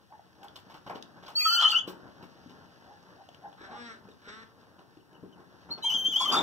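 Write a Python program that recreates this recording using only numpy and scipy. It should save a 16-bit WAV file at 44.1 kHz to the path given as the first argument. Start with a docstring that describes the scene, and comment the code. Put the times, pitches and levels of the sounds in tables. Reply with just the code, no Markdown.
"""A newborn goat kid nurses on straw in a barn: sucking squeaks, gulps and hooves in coloured noise.
At 1.35 s a shrill squeal: coupled tones mix into sum and difference tones and break up into a rasp.
A metal knock follows at 1.87 s (damped sines), then, amid sucking, two faint low bleats from 3.6 s (pulses
through throat and mouth resonances). From 5.7 s a second squeal; near 6.3 s a scuffle of thud and crunch
noise builds. Stirred straw and faint moving air (noise) run throughout; the barn echoes all but that air."""
import sys
import numpy as np
from scipy import signal
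from scipy.fft import rfft, irfft, next_fast_len
from scipy.io import wavfile
from scipy.ndimage import map_coordinates

SR = 44100
rng = np.random.default_rng(int(sys.argv[2]) if len(sys.argv) > 2 else 0)


def int16_out(signal):
    """Quantize to a 16-bit WAV file."""
    q = np.round(np.clip(np.atleast_2d(signal).T, -1, 1) * 32767)
    wavfile.write(sys.argv[1], SR, q.astype(np.int16))


N = 283361
TIME = np.arange(N) / SR  # s

# Faint moving air. Each row: frequency in Hz, relative level in dB.
RUMBLE_HZ_DB = [(20, -41.5), (38, -32.5), (55, -16), (90, 1.0), (180, -3.5), (400, -14), (1500, -33)]
# Bedding stirred by the animals. Each row: time in seconds, shuffle level in dB, rustle level in dB.
STIR_S_DB = [(.25, -68, -70), (.5, -63, -67), (1.1, -58.5, -67.5), (1.6, -63, -62.5), (1.95, -54, -68),
             (2.25, -60.5, -64.5), (3.4, -60.5, -66.5), (4.6, -63.5, -69), (5.05, -65, -72.5),
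             (5.4, -59, -70.5), (5.65, -60.5, -67), (6.0, -54.5, -59.5)]
# Noise spectra of straw and hooves. Each row: frequency in Hz, relative level in dB.
SHUFFLE_HZ_DB = [(15, -61), (25, -40), (78, -2.5), (124, -5.5), (168, 1), (221, -1.5), (324, -1),
                 (433, -3.5), (834, -4), (1250, -8.5), (1670, -7), (2060, -24), (2500, -46), (3250, -58),
                 (5500, -120)]
RUSTLE_HZ_DB = [(40, -20), (1200, 3.5), (1800, 11), (2200, -6), (2800, 5), (5700, 2), (7500, -17.5),
                (10000, -22.5), (15000, -19.5)]
CRACKLE_HZ_DB = [(1200, 3), (2200, -1), (2900, 11), (5700, 3), (7500, -16), (10000, -27), (15000, -17.5)]
CHAFF_HZ_DB = [(3000, -39.5), (7500, 3), (9000, -8.5), (10500, -0.5), (12000, -10), (13800, 3.5),
               (15500, -5.5)]
THUD_HZ_DB = [(30, -44.5), (60, -21.5), (180, 1.5), (400, 3.5), (800, -20.5), (2000, -63)]
CRUNCH_HZ_DB = [(40, -44.5), (250, -16), (800, 4.5), (1400, -1.5), (2200, -12.5), (5000, -50)]
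# Closing scuffle: time half under way, build-up time, level.
SCUFFLE_S, SCUFFLE_RISE_S, SCUFFLE_DB = 6.305, 0.02, -34
# Steps and nudges in the straw. Each row: start in seconds, levels of thud, crunch, crackle and chaff
# in dB, rise time in seconds.
STEPS = [(.43, -68, -49, -54, -62, 0.0057), (0.556, -77, -52.5, -49, -58, 0.0013),
         (0.696, -59, -47.5, -51, -64.5, .008), (0.74, -58, -50, -53.5, -65, 0.0026),
         (0.863, -43, -41.5, -50, -66, 0.0021), (0.895, -40.5, -36, -56.5, -64, 0.0016),
         (0.948, -43, -50, -48.5, -67.5, 0.0055), (1.225, -53, -50.5, -54, -71, 0.00082),
         (1.255, -60, -45, -43.5, -56.5, 0.023), (1.279, -62, -44, -49, -61, .006),
         (1.874, -38, -41.5, -42, -48.5, 0.0027), (2.225, -47.5, -51.5, -57, -66.5, 0.0016),
         (2.494, -56, -55.5, -59.5, -73, 0.0014), (4.783, -50, -51.5, -60, -82, 0.0085),
         (5.229, -46, -59, -73, -80, 0.0018), (5.395, -56.5, -54, -64, -79, 0.0072),
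         (5.688, -44, -44, -60.5, -76, 0.0079), (5.775, -53, -48, -56, -70.5, .002)]
KNOCK_S, KNOCK_DB = 1.873, -50
# Ringing metal. Each row: frequency in Hz, level in dB relative to KNOCK_DB, t60 in seconds.
METAL_MODES = [(3015, -5, .35), (5000, -18, .35), (5340, -14, .35), (5910, -6, .17), (7970, -17, .3),
               (14690, -3, .15)]
# Snaps of stalks and lips. Each row: start in seconds, level in dB, pitch in Hz.
SNAPS = [(0.431, -42, 2790), (0.444, -55, 11500), (0.483, -40.5, 3700), (.744, -45, 2900),
         (1.025, -32.5, 4200), (3.028, -53, 5480), (3.289, -42.5, 3300), (3.346, -46, 3050),
         (3.528, -51, 3400), (4.089, -48.5, 2600), (4.971, -53.5, 2580), (5.13, -55, 2600)]
# Snap spectrum. Each row: frequency in Hz, relative level in dB.
SNAP_HZ_DB = [(150, -15), (2000, -5.5), (3100, 1), (6000, -3.5), (9000, -19), (16000, -18.5)]
# Gulps and smacks of the muzzle. Each row: start in seconds, level in dB, pitch in Hz.
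GULPS = [(.194, -35, 740), (2.46, -37.5, 258), (3.289, -34, 704), (3.528, -36.5, 800), (3.612, -36, 362),
         (4.052, -41.5, 196.5), (4.085, -38, 422), (4.274, -38, 460), (4.971, -40.5, 336),
         (5.129, -44, 357), (5.228, -40.5, 180), (5.947, -36.5, 258), (6.084, -37, 290)]
GULP_T60_PERIODS, GULP_TICK_DB = 12.1, -16  # tick relative to the gulp's level
# Sucking squeaks, then thin squeaks of the lips. Each row: centre in seconds, pitch in Hz, level in dB,
# length (between 1/e points) in seconds.
SUCKS = [(0.135, 853, -47, 0.05), (0.44, 815, -48.5, 0.061), (2.911, 833, -53, .09),
         (3.204, 782, -51, 0.06), (3.462, 841.6, -40, 0.0522), (3.734, 818, -44.5, 0.1)]
LIP_SQUEAKS = [(4.115, 3770, -62, 0.027), (5.008, 2900, -67, .015), (5.158, 2910, -62, 0.024),
               (5.335, 3060, -61, 0.025)]
# Glide through a squeak and lift at its strongest, as shares of the pitch.
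SUCK_RISE, SUCK_ARCH = 0.056, 0.094
LIP_RISE, LIP_ARCH = -0.039, 0.06
# Soft bleats, one list per call. Each row: time in seconds, pitch in Hz, level in dB, lower and upper
# mouth resonance in Hz, roughness from 0 to 1.
SOFT_BLEATS = [
    [(3.58, 183.1, -59, 1350, 1650, 0.66), (3.65, 192, -51, 1430, 1740, 0.57),
     (3.69, 205, -56.5, 1050, 1610, 0.53), (3.73, 234.2, -51, 1100, 1520, 0.36),
     (3.78, 240.5, -48.5, 1170, 1550, 0.18), (3.87, 235, -47.5, 1420, 1890, 0.17),
     (3.93, 215.5, -49.5, 1330, 1760, 0.47), (3.96, 194.2, -54.5, 1280, 1700, 0.53),
     (3.995, 190.5, -67, 1280, 1650, .8)],
    [(4.22, 189.3, -61.5, 1400, 1650, 0.78), (4.29, 205.7, -50, 1390, 1810, 0.81),
     (4.33, 216, -50, 1330, 1800, 0.16), (4.39, 224.2, -51.5, 1340, 1950, 0.28),
     (4.43, 221.8, -52, 1350, 1750, 0.65), (4.46, 224, -64, 1350, 1370, 0.45),
     (4.51, 222, -66, 1340, 1326, .2)],
]
# Throat response. 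Each row: frequency in Hz, relative level in dB.
THROAT_HZ_DB = [(100, -31), (225, 4), (450, 1), (680, -8), (1200, -0.5), (1750, 1), (2500, -9), (3100, -8),
                (3650, -1.5), (4000, -2.5), (4700, -13), (5700, -5), (6700, -34.5), (7600, -11.5),
                (10000, -59)]
DULL_PER_KHZ = 0.29  # dB of treble lost per kHz, per dB that a soft bleat weakens
# Main tone of each squeal. Each row: time in seconds, pitch in Hz, level in dB.
SQUEAL_1 = [(1.365, 3150, -53), (1.41, 3220, -47.5), (1.44, 3200, -51.5), (1.452, 3200, -30),
            (1.478, 3170, -36.5), (1.5, 3015, -31.5), (1.55, 3140, -32.5), (1.574, 2930, -25),
            (1.597, 3130, -20.5), (1.604, 3150, -28.5), (1.63, 3190, -25.5), (1.656, 3023, -16),
            (1.672, 3012, -18), (1.684, 3100, -25), (1.69, 3400, -31.5), (1.712, 3300, -34.5),
            (1.722, 2885, -22.5), (1.732, 2830, -33), (1.744, 2740, -35.5), (1.752, 2790, -18.5),
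            (1.764, 3014, -19), (1.78, 3020, -26.5), (1.792, 3250, -30.5), (1.803, 3330, -39)]
SQUEAL_2 = [(5.83, 3030, -40.5), (5.848, 3137, -29.5), (5.872, 3200, -22), (5.888, 3117, -32.5),
            (5.9, 2993, -24), (5.912, 3020, -28), (5.93, 3026, -28), (5.95, 3280, -23),
            (5.975, 3118, -29.5), (6.015, 3182, -30.5), (6.038, 3105, -35.5), (6.058, 3163, -22.5),
            (6.08, 3181, -22.5), (6.088, 3400, -37), (6.115, 3360, -32.5), (6.124, 3110, -29),
            (6.143, 2970, -25), (6.152, 3042, -32.5), (6.165, 3170, -17.5), (6.187, 3400, -31.5),
            (6.24, 3382, -27), (6.256, 3165, -25.5), (6.276, 3140, -34.5), (6.29, 3078, -22.5),
            (6.303, 3160, -24), (6.31, 3380, -36), (6.35, 3480, -34.5), (6.372, 3592, -24.5),
            (6.425, 3540, -33.5)]
# Strain of the voice in each squeal. Each row: time in seconds, roughness from 0 to 1.
STRAIN_1 = [(1.36, .03), (1.48, .05), (1.51, .14), (1.595, .17), (1.612, .8), (1.635, .6), (1.65, .16),
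            (1.68, .16), (1.695, .85), (1.712, .7), (1.722, .2), (1.738, .55), (1.755, .1), (1.775, .2),
            (1.8, .55)]
STRAIN_2 = [(5.88, .08), (5.915, .28), (5.98, .07), (6.07, .04), (6.14, .16), (6.18, .1), (6.21, .3),
            (6.29, .15), (6.33, .5), (6.37, .3), (6.42, .55)]
# Second tone under the main one, early in the first squeal. Each row: time in seconds, pitch in Hz,
# level in dB.
SECOND_TONE = [(1.385, 2810, -50), (1.4, 2555, -34.5), (1.428, 2420, -34), (1.445, 2520, -45),
               (1.47, 2704, -46), (1.56, 2770, -42)]
# High whistles over the main tone, low undertones beneath it. Each row: start in seconds, hold in seconds,
# pitch in Hz, level in dB, scoop as a share of the pitch.
WHISTLES = [(1.351, 0.22, 4510, -20.5, 0.028), (1.6, 0.11, 4190, -38.5, .05),
            (1.702, 0.014, 4590, -22.5, .05), (5.703, 0.024, 4428, -29.5, .12), (5.82, 0.015, 3980, -32, 0),
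            (6.192, 0.054, 4440, -38.5, .02), (6.312, .035, 4640, -29.5, 0)]
UNDERTONES = [(1.368, 0.061, 1250, -46.5, 0), (1.449, 0.017, 1295, -18.5, .02),
              (1.5, 0.11, 1409, -29.5, .05), (1.617, 0.039, 1294, -25.5, 0.06),
              (1.717, 0.026, 1402, -30, 0.061), (5.836, 0.013, 913, -30, 0), (5.878, 0.0055, 902.5, -40, 0),
              (6.198, 0.019, 1049, -24, 0.00099), (6.242, 0.02, 1188, -27.5, .1),
              (6.314, 0.042, 1249, -22, .03)]
ATTACK_S, RELEASE_DB_PER_S, SCOOP_S = .006, 750, .013  # attack and scoop are time constants
# Each row: how many times whistle, main tone, undertone and second tone enter a partial.
PARTIAL_ORDERS = [(1, 0, 0, 0), (0, 1, 0, 0), (0, 0, 1, 0), (0, 0, 0, 1), (2, 0, 0, 0), (3, 0, 0, 0),
                  (0, 2, 0, 0), (0, 3, 0, 0), (0, 4, 0, 0), (0, 5, 0, 0), (1, 1, 0, 0), (1, 0, 1, 0),
                  (0, 1, -1, 0), (2, 1, 0, 0), (2, 0, 1, 0), (1, 0, 0, 1), (1, 0, 0, -1), (3, 0, 0, -1),
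                  (4, 0, 0, -1)]
# Strength of those partials in each squeal, in dB relative to the tones that form them.
PARTIALS_1_DB = [-1.5, 0.5, -1.5, -1.5, -43.5, -23.5, -18, -44.5, -42, -42, -19.5, -22.5, -17.5, -35.5,
                 -32.5, -15, -21, -36, -41.5]
PARTIALS_2_DB = [-1.5, 0.5, -1.5, 0, -54, -32, -16.5, -32, -25.5, -35, -24, -16, -22.5, -36, -18.5]
# One value each for whistle, main tone, undertone and second tone: pitch shake at full strain in Hz,
# pitch flutter without strain in Hz, level where overtones and mixed tones stop growing in dB.
SHAKE_HZ = [90, 230, 230, 230]
FLUTTER_HZ = [8, 12, 25, 30]
SATURATION_DB = [-19, -29.5, -23, -35.5]
# Rasp spectrum. Each row: frequency in Hz, relative level in dB.
RASP_HZ_DB = [(200, -44), (600, -4.5), (850, 7), (1300, 4.5), (2000, -6.5), (2600, -1.5), (3200, 2.5),
              (4000, -6.5), (5000, 6), (6200, -7), (7300, 1.5), (8400, -21.5), (14000, -18), (16000, -31.5)]
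RASP_1_DB, RASP_2_DB = -7.5, -2  # at full strain, relative to the tones of each squeal
RASP_POWER = 1.15  # exponent of the strain
# Echoes from the mother's flank, the wall and the roof. Each row: delay in seconds, level in dB.
ECHOES = [(.0085, -20), (.017, -15), (.026, -17)]
# Decay of the barn. Each row: frequency in Hz, t60 in seconds.
BARN_HZ_T60 = [(150, 0.71), (1000, 0.34), (3000, 0.21), (8000, 0.12), (15000, 0.12)]
# Channel balance. Each row: frequency in Hz, left minus right in dB.
LEFT_LEAD_HZ_DB = [(60, -5.5), (150, 8), (300, 4), (700, 1.5), (1300, 1), (3000, 4.5), (4400, -1),
                   (6200, 1.5), (9500, 6.5), (14000, 3)]
TOP_HZ = 15700


def amp(db):
    """Decibels to gain."""
    return 10 ** (np.asarray(db) / 20)


def unit(x):
    """Scale to rms 1."""
    return x / np.sqrt(np.mean(x ** 2) + 1e-20)


def along(points, hz):
    """Interpolate (Hz, value) points on a log frequency axis."""
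    f, v = np.transpose(points)
    return np.interp(np.log(hz + 1), np.log(f + 1), v)


def curves(rows):
    """One value per sample for each column after the time."""
    s, *cols = np.transpose(rows)
    return [np.interp(TIME, s, c) for c in cols]


def gate(rows):
    """Open while a table lasts, with short fades outside it."""
    start_s, end_s = rows[0][0], rows[-1][0]
    return np.interp(TIME, [start_s - .006, start_s, end_s, end_s + .01], [0, 1, 1, 0])


def wobble(rate_hz, times=TIME):
    """Smooth random curve through rate_hz knots a second."""
    knots = rng.standard_normal(int(len(times) * rate_hz / SR) + 4)
    return map_coordinates(knots, [times * rate_hz])


def filtered(x, response):
    """Multiply the spectrum of x by a response of frequency."""
    m = next_fast_len(N + 8192)
    hz = np.fft.rfftfreq(m, 1 / SR)
    return irfft(rfft(x, m) * response(hz), m)[..., :N]


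def coloured(x, spectrum):
    """x through a (Hz, dB) spectrum, at rms 1."""
    return unit(filtered(x, lambda hz: amp(along(spectrum, hz))))


def noise(spectrum, grain_db):
    """Coloured noise in tiny uneven grains."""
    return coloured(rng.standard_normal(N) * amp(grain_db * wobble(450)), spectrum)


def bursts(times, levels_db, t60, rise):
    """Envelope of blows that rise (one rise time for all, or one each) and decay exponentially."""
    envelope, t = np.zeros(N + SR), TIME[:SR // 2]
    for s, db, rise_s in zip(times, levels_db, np.broadcast_to(rise, len(times))):
        blow = amp(db - 60 * t / t60) * (1 - np.exp(-t / rise_s))
        envelope[round(s * SR):][:len(t)] += blow
    return envelope[:N]


def rumble():
    """Faint moving air: low noise, independent at each microphone."""
    return amp(-67.0) * np.array([coloured(rng.standard_normal(N), RUMBLE_HZ_DB) for _ in "LR"])


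def bedding():
    """Straw friction: steady, swelling noise under the animals, louder in the closing scuffle."""
    shuffle_db, rustle_db = curves(STIR_S_DB)
    shuffle = amp(shuffle_db + 2.6 * wobble(15)) * noise(SHUFFLE_HZ_DB, grain_db=2.5)
    rustle = amp(rustle_db + 0.79 * wobble(29)) * noise(RUSTLE_HZ_DB, grain_db=2)
    build = (1 + np.tanh((TIME - SCUFFLE_S) / SCUFFLE_RISE_S / 2)) / 2
    blend = 0.57 * noise(THUD_HZ_DB, grain_db=0.5) + 1.1 * noise(CRUNCH_HZ_DB, grain_db=2)
    return shuffle + rustle + amp(SCUFFLE_DB) * build * blend


def steps():
    """A hoof lands or slides: ground thuds, bedding crunches, top stalks crackle, chaff is brushed."""
    s, thud_db, crunch_db, crackle_db, chaff_db, rise_s = np.transpose(STEPS)
    thud = bursts(s, thud_db, t60=0.13, rise=rise_s) * noise(THUD_HZ_DB, grain_db=4)
    crunch = bursts(s, crunch_db, t60=0.19, rise=rise_s) * noise(CRUNCH_HZ_DB, grain_db=2.0)
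    crackle = bursts(s, crackle_db, t60=0.16, rise=rise_s) * noise(CRACKLE_HZ_DB, grain_db=4.0)
    chaff = bursts(s, chaff_db, t60=0.17, rise=rise_s) * noise(CHAFF_HZ_DB, grain_db=4)
    return thud + crunch + crackle + chaff


def knock():
    """Bumped metal rings faintly in damped modes."""
    t = np.maximum(TIME - KNOCK_S, 0)
    ring = sum(amp(db - 60 * t / t60) * np.sin(2 * np.pi * hz * t) for hz, db, t60 in METAL_MODES)
    return amp(KNOCK_DB) * (1 - np.exp(-t / .004)) * ring


def snaps():
    """Each snap is a very short crack, strongest around its own pitch."""
    out, crack = np.zeros(N), coloured(rng.standard_normal(N), SNAP_HZ_DB)
    for s, db, hz in SNAPS:
        ring = unit(signal.lfilter(*signal.iirpeak(hz, 4, SR), crack))  # Q 4
        out += bursts([s], [db], t60=0.01, rise=0.0005) * (0.74 * ring + .5 * crack)
    return out


def gulps():
    """Each gulp starts with a wet tick and rings one quickly damped resonance."""
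    s, level_db, _ = np.transpose(GULPS)
    out = bursts(s, level_db + GULP_TICK_DB, t60=.025, rise=.0008) * noise(CRUNCH_HZ_DB, grain_db=2)
    for s, db, hz in GULPS:
        envelope = bursts([s], [db], t60=GULP_T60_PERIODS / hz, rise=0.0014)
        out += envelope * np.sin(2 * np.pi * hz * (TIME - s))
    return out


def squeaks(rows, rise, arch):
    """Air slips past wet teat or lips in short, fuzzy squeaks that glide and lift at their strongest."""
    out = np.zeros(N)
    fuzz_hz = 80 * wobble(700)
    for s, hz, db, length_s in rows:
        progress = 2 * (TIME - s) / length_s
        swell = np.exp(-progress ** 2)
        pitch_hz = hz * (1 + rise * np.tanh(progress) + arch * (swell - 1))
        phase = 2 * np.pi * np.cumsum(pitch_hz + fuzz_hz) / SR
        out += amp(db) * swell * (np.sin(phase) + 0.18 * np.sin(2 * phase))
    return out * amp(2.34 * wobble(200))


def soft_bleats():
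    """Vocal fold pulses and hoarse air through a short throat and a moving mouth; weaker means duller."""
    voice = np.zeros(N)
    for rows in SOFT_BLEATS:
        opening = gate(rows)
        live = opening > 0
        hz, db, lower_hz, upper_hz, rough = np.array(curves(rows))[:, live]
        jitter = .06 * rough * wobble(260)[live]
        phase = 2 * np.pi * np.cumsum(hz * (1 + jitter)) / SR
        k = np.arange(1, 40)[:, None]  # harmonic numbers
        partial_db = along(THROAT_HZ_DB, k * hz) + DULL_PER_KHZ * (db - db.max()) * k * hz / 1000
        for centre_hz, height_db, half_width_hz in [(lower_hz, 8, 89), (upper_hz, 9.5, 130)]:
            partial_db += height_db / (1 + ((k * hz - centre_hz) / half_width_hz) ** 2)
        partial_db += 2.5 * np.array([wobble(28, TIME[:live.sum()]) for _ in k])
        start_phase = rng.uniform(0, 2 * np.pi, k.shape)
        pulses = unit(np.sum(amp(partial_db) * np.sin(k * phase + start_phase), axis=0))
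        air = .6 * rough * noise(THROAT_HZ_DB, grain_db=2)[live] * (1 + np.cos(phase))
        level_db = db + 3 * rough * wobble(70)[live]
        voice[live] += amp(level_db) * opening[live] * (pulses + air)
    return voice


def glide(rows):
    """Pitch (Hz) and level (dB) of a tone that follows a curve, silent outside it."""
    hz, db = curves(rows)
    return hz, db + 20 * np.log10(gate(rows) + 1e-30)


def side_tone(rows):
    """Pitch (Hz) and level (dB) of a tone that cuts in, scoops up to its pitch, holds and fades."""
    hz, gain = np.full(N, float(rows[0][2])), np.zeros(N)
    for s, hold_s, pitch_hz, db, scoop in rows:
        on = TIME >= s
        t = TIME[on] - s
        hz[on] = pitch_hz * (1 - scoop * np.exp(-t / SCOOP_S))
        fade_db = RELEASE_DB_PER_S * np.maximum(t - hold_s, 0)
        gain[on] += amp(db - fade_db) * (1 - np.exp(-t / ATTACK_S)) ** 2
    return hz, 20 * np.log10(gain + 1e-30)


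def squeal(main, strain, side_tones, partials_db, rasp_db):
    """Coupled tones make sum and difference tones; strain shakes them and adds a rasp of air."""
    live = (TIME > main[0][0] - .2) & (TIME < main[-1][0] + .1)
    rough = curves(strain)[0][live]
    whistle, undertone, second = side_tones
    tones = [whistle, glide(main), undertone, second]
    phases, levels_db, power = [], [], 0
    for (hz, db), flutter_hz, shake_hz in zip(tones, FLUTTER_HZ, SHAKE_HZ):
        shake = shake_hz * rough * wobble(650)[live] + flutter_hz * wobble(160)[live]
        shimmer_db = 5 * rough * wobble(380)[live] + 1.2 * wobble(110)[live]
        shimmer_db = 6 * np.tanh(shimmer_db / 6)  # stays within 6 dB
        phases.append(2 * np.pi * np.cumsum(hz[live] + shake) / SR)
        levels_db.append(db[live] + shimmer_db)
        power = power + amp(db[live]) ** 2
    levels_db, phases = np.array(levels_db), np.array(phases)
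    saturated_db = np.minimum(levels_db, np.array(SATURATION_DB)[:, None])
    voice = np.zeros(N)
    for orders, db in zip(np.array(PARTIAL_ORDERS), partials_db):
        parents = np.abs(orders)
        if parents.sum() == 1:
            level_db = parents @ levels_db
        else:  # overtone or mixed tone: mean level of its parents
            level_db = parents @ saturated_db / parents.sum() + 3 * wobble(55)[live]
        voice[live] += np.sqrt(2) * amp(db + level_db) * np.sin(orders @ phases)
    rasp_gain = amp(rasp_db) * np.sqrt(power) * rough ** RASP_POWER
    voice[live] += rasp_gain * noise(RASP_HZ_DB, grain_db=5.0)[live]
    return voice


def echoed(x):
    """Near surfaces repeat the voice; on gliding tones the copies beat against it."""
    return x + sum(amp(db) * np.interp(TIME - delay, TIME, x, left=0) for delay, db in ECHOES)


def barn(x, apart):
    """Decaying noise tails, treble dying sooner; apart sets how far the two channels differ."""
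    hz, t, z = signal.stft(rng.standard_normal((2, SR // 2)), SR, nperseg=256)
    decay = amp(-60 * t / along(BARN_HZ_T60, hz)[:, None])
    common, own = signal.istft(z * decay, SR, nperseg=256)[1]
    tails = np.array([common + apart * own, common - apart * own]) / np.linalg.norm(common)
    return signal.fftconvolve(x[None], tails, axes=1)[:, :N]


def ports(x, lag_s):
    """Above the low mids the left channel trails the right by lag_s."""
    def response(hz):
        turn = np.pi * hz * lag_s * np.clip((hz - 1300) / 400, 0, 1)
        return np.exp(1j * np.outer([-1, 1], turn))
    return filtered(x, response)


def scene():
    """Voices and small noises, close by, with a little of the barn."""
    side_tones = side_tone(WHISTLES), side_tone(UNDERTONES), glide(SECOND_TONE)
    first = amp(-1.0) * squeal(SQUEAL_1, STRAIN_1, side_tones, PARTIALS_1_DB, RASP_1_DB)
    second = amp(-2.0) * squeal(SQUEAL_2, STRAIN_2, side_tones, PARTIALS_2_DB, RASP_2_DB)
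    voice = echoed(first + second)
    nursing = squeaks(SUCKS, SUCK_RISE, SUCK_ARCH) + squeaks(LIP_SQUEAKS, LIP_RISE, LIP_ARCH) + gulps()
    small = soft_bleats() + nursing
    small = small + steps() + snaps() + knock() + bedding()
    air = voice + small + amp(-9.5) * barn(voice, apart=0.75) + amp(-10) * barn(small, apart=1.0)
    return ports(air, lag_s=15 / SR) + rumble()


def record(dry):
    """Two microphones: left is louder in most bands; nothing is kept above TOP_HZ."""
    def response(hz):
        balance_db = np.outer([.5, -.5], along(LEFT_LEAD_HZ_DB, hz))
        return amp(balance_db) * (hz < TOP_HZ)
    return filtered(dry, response)


dry = scene()
out = record(dry)
int16_out(out)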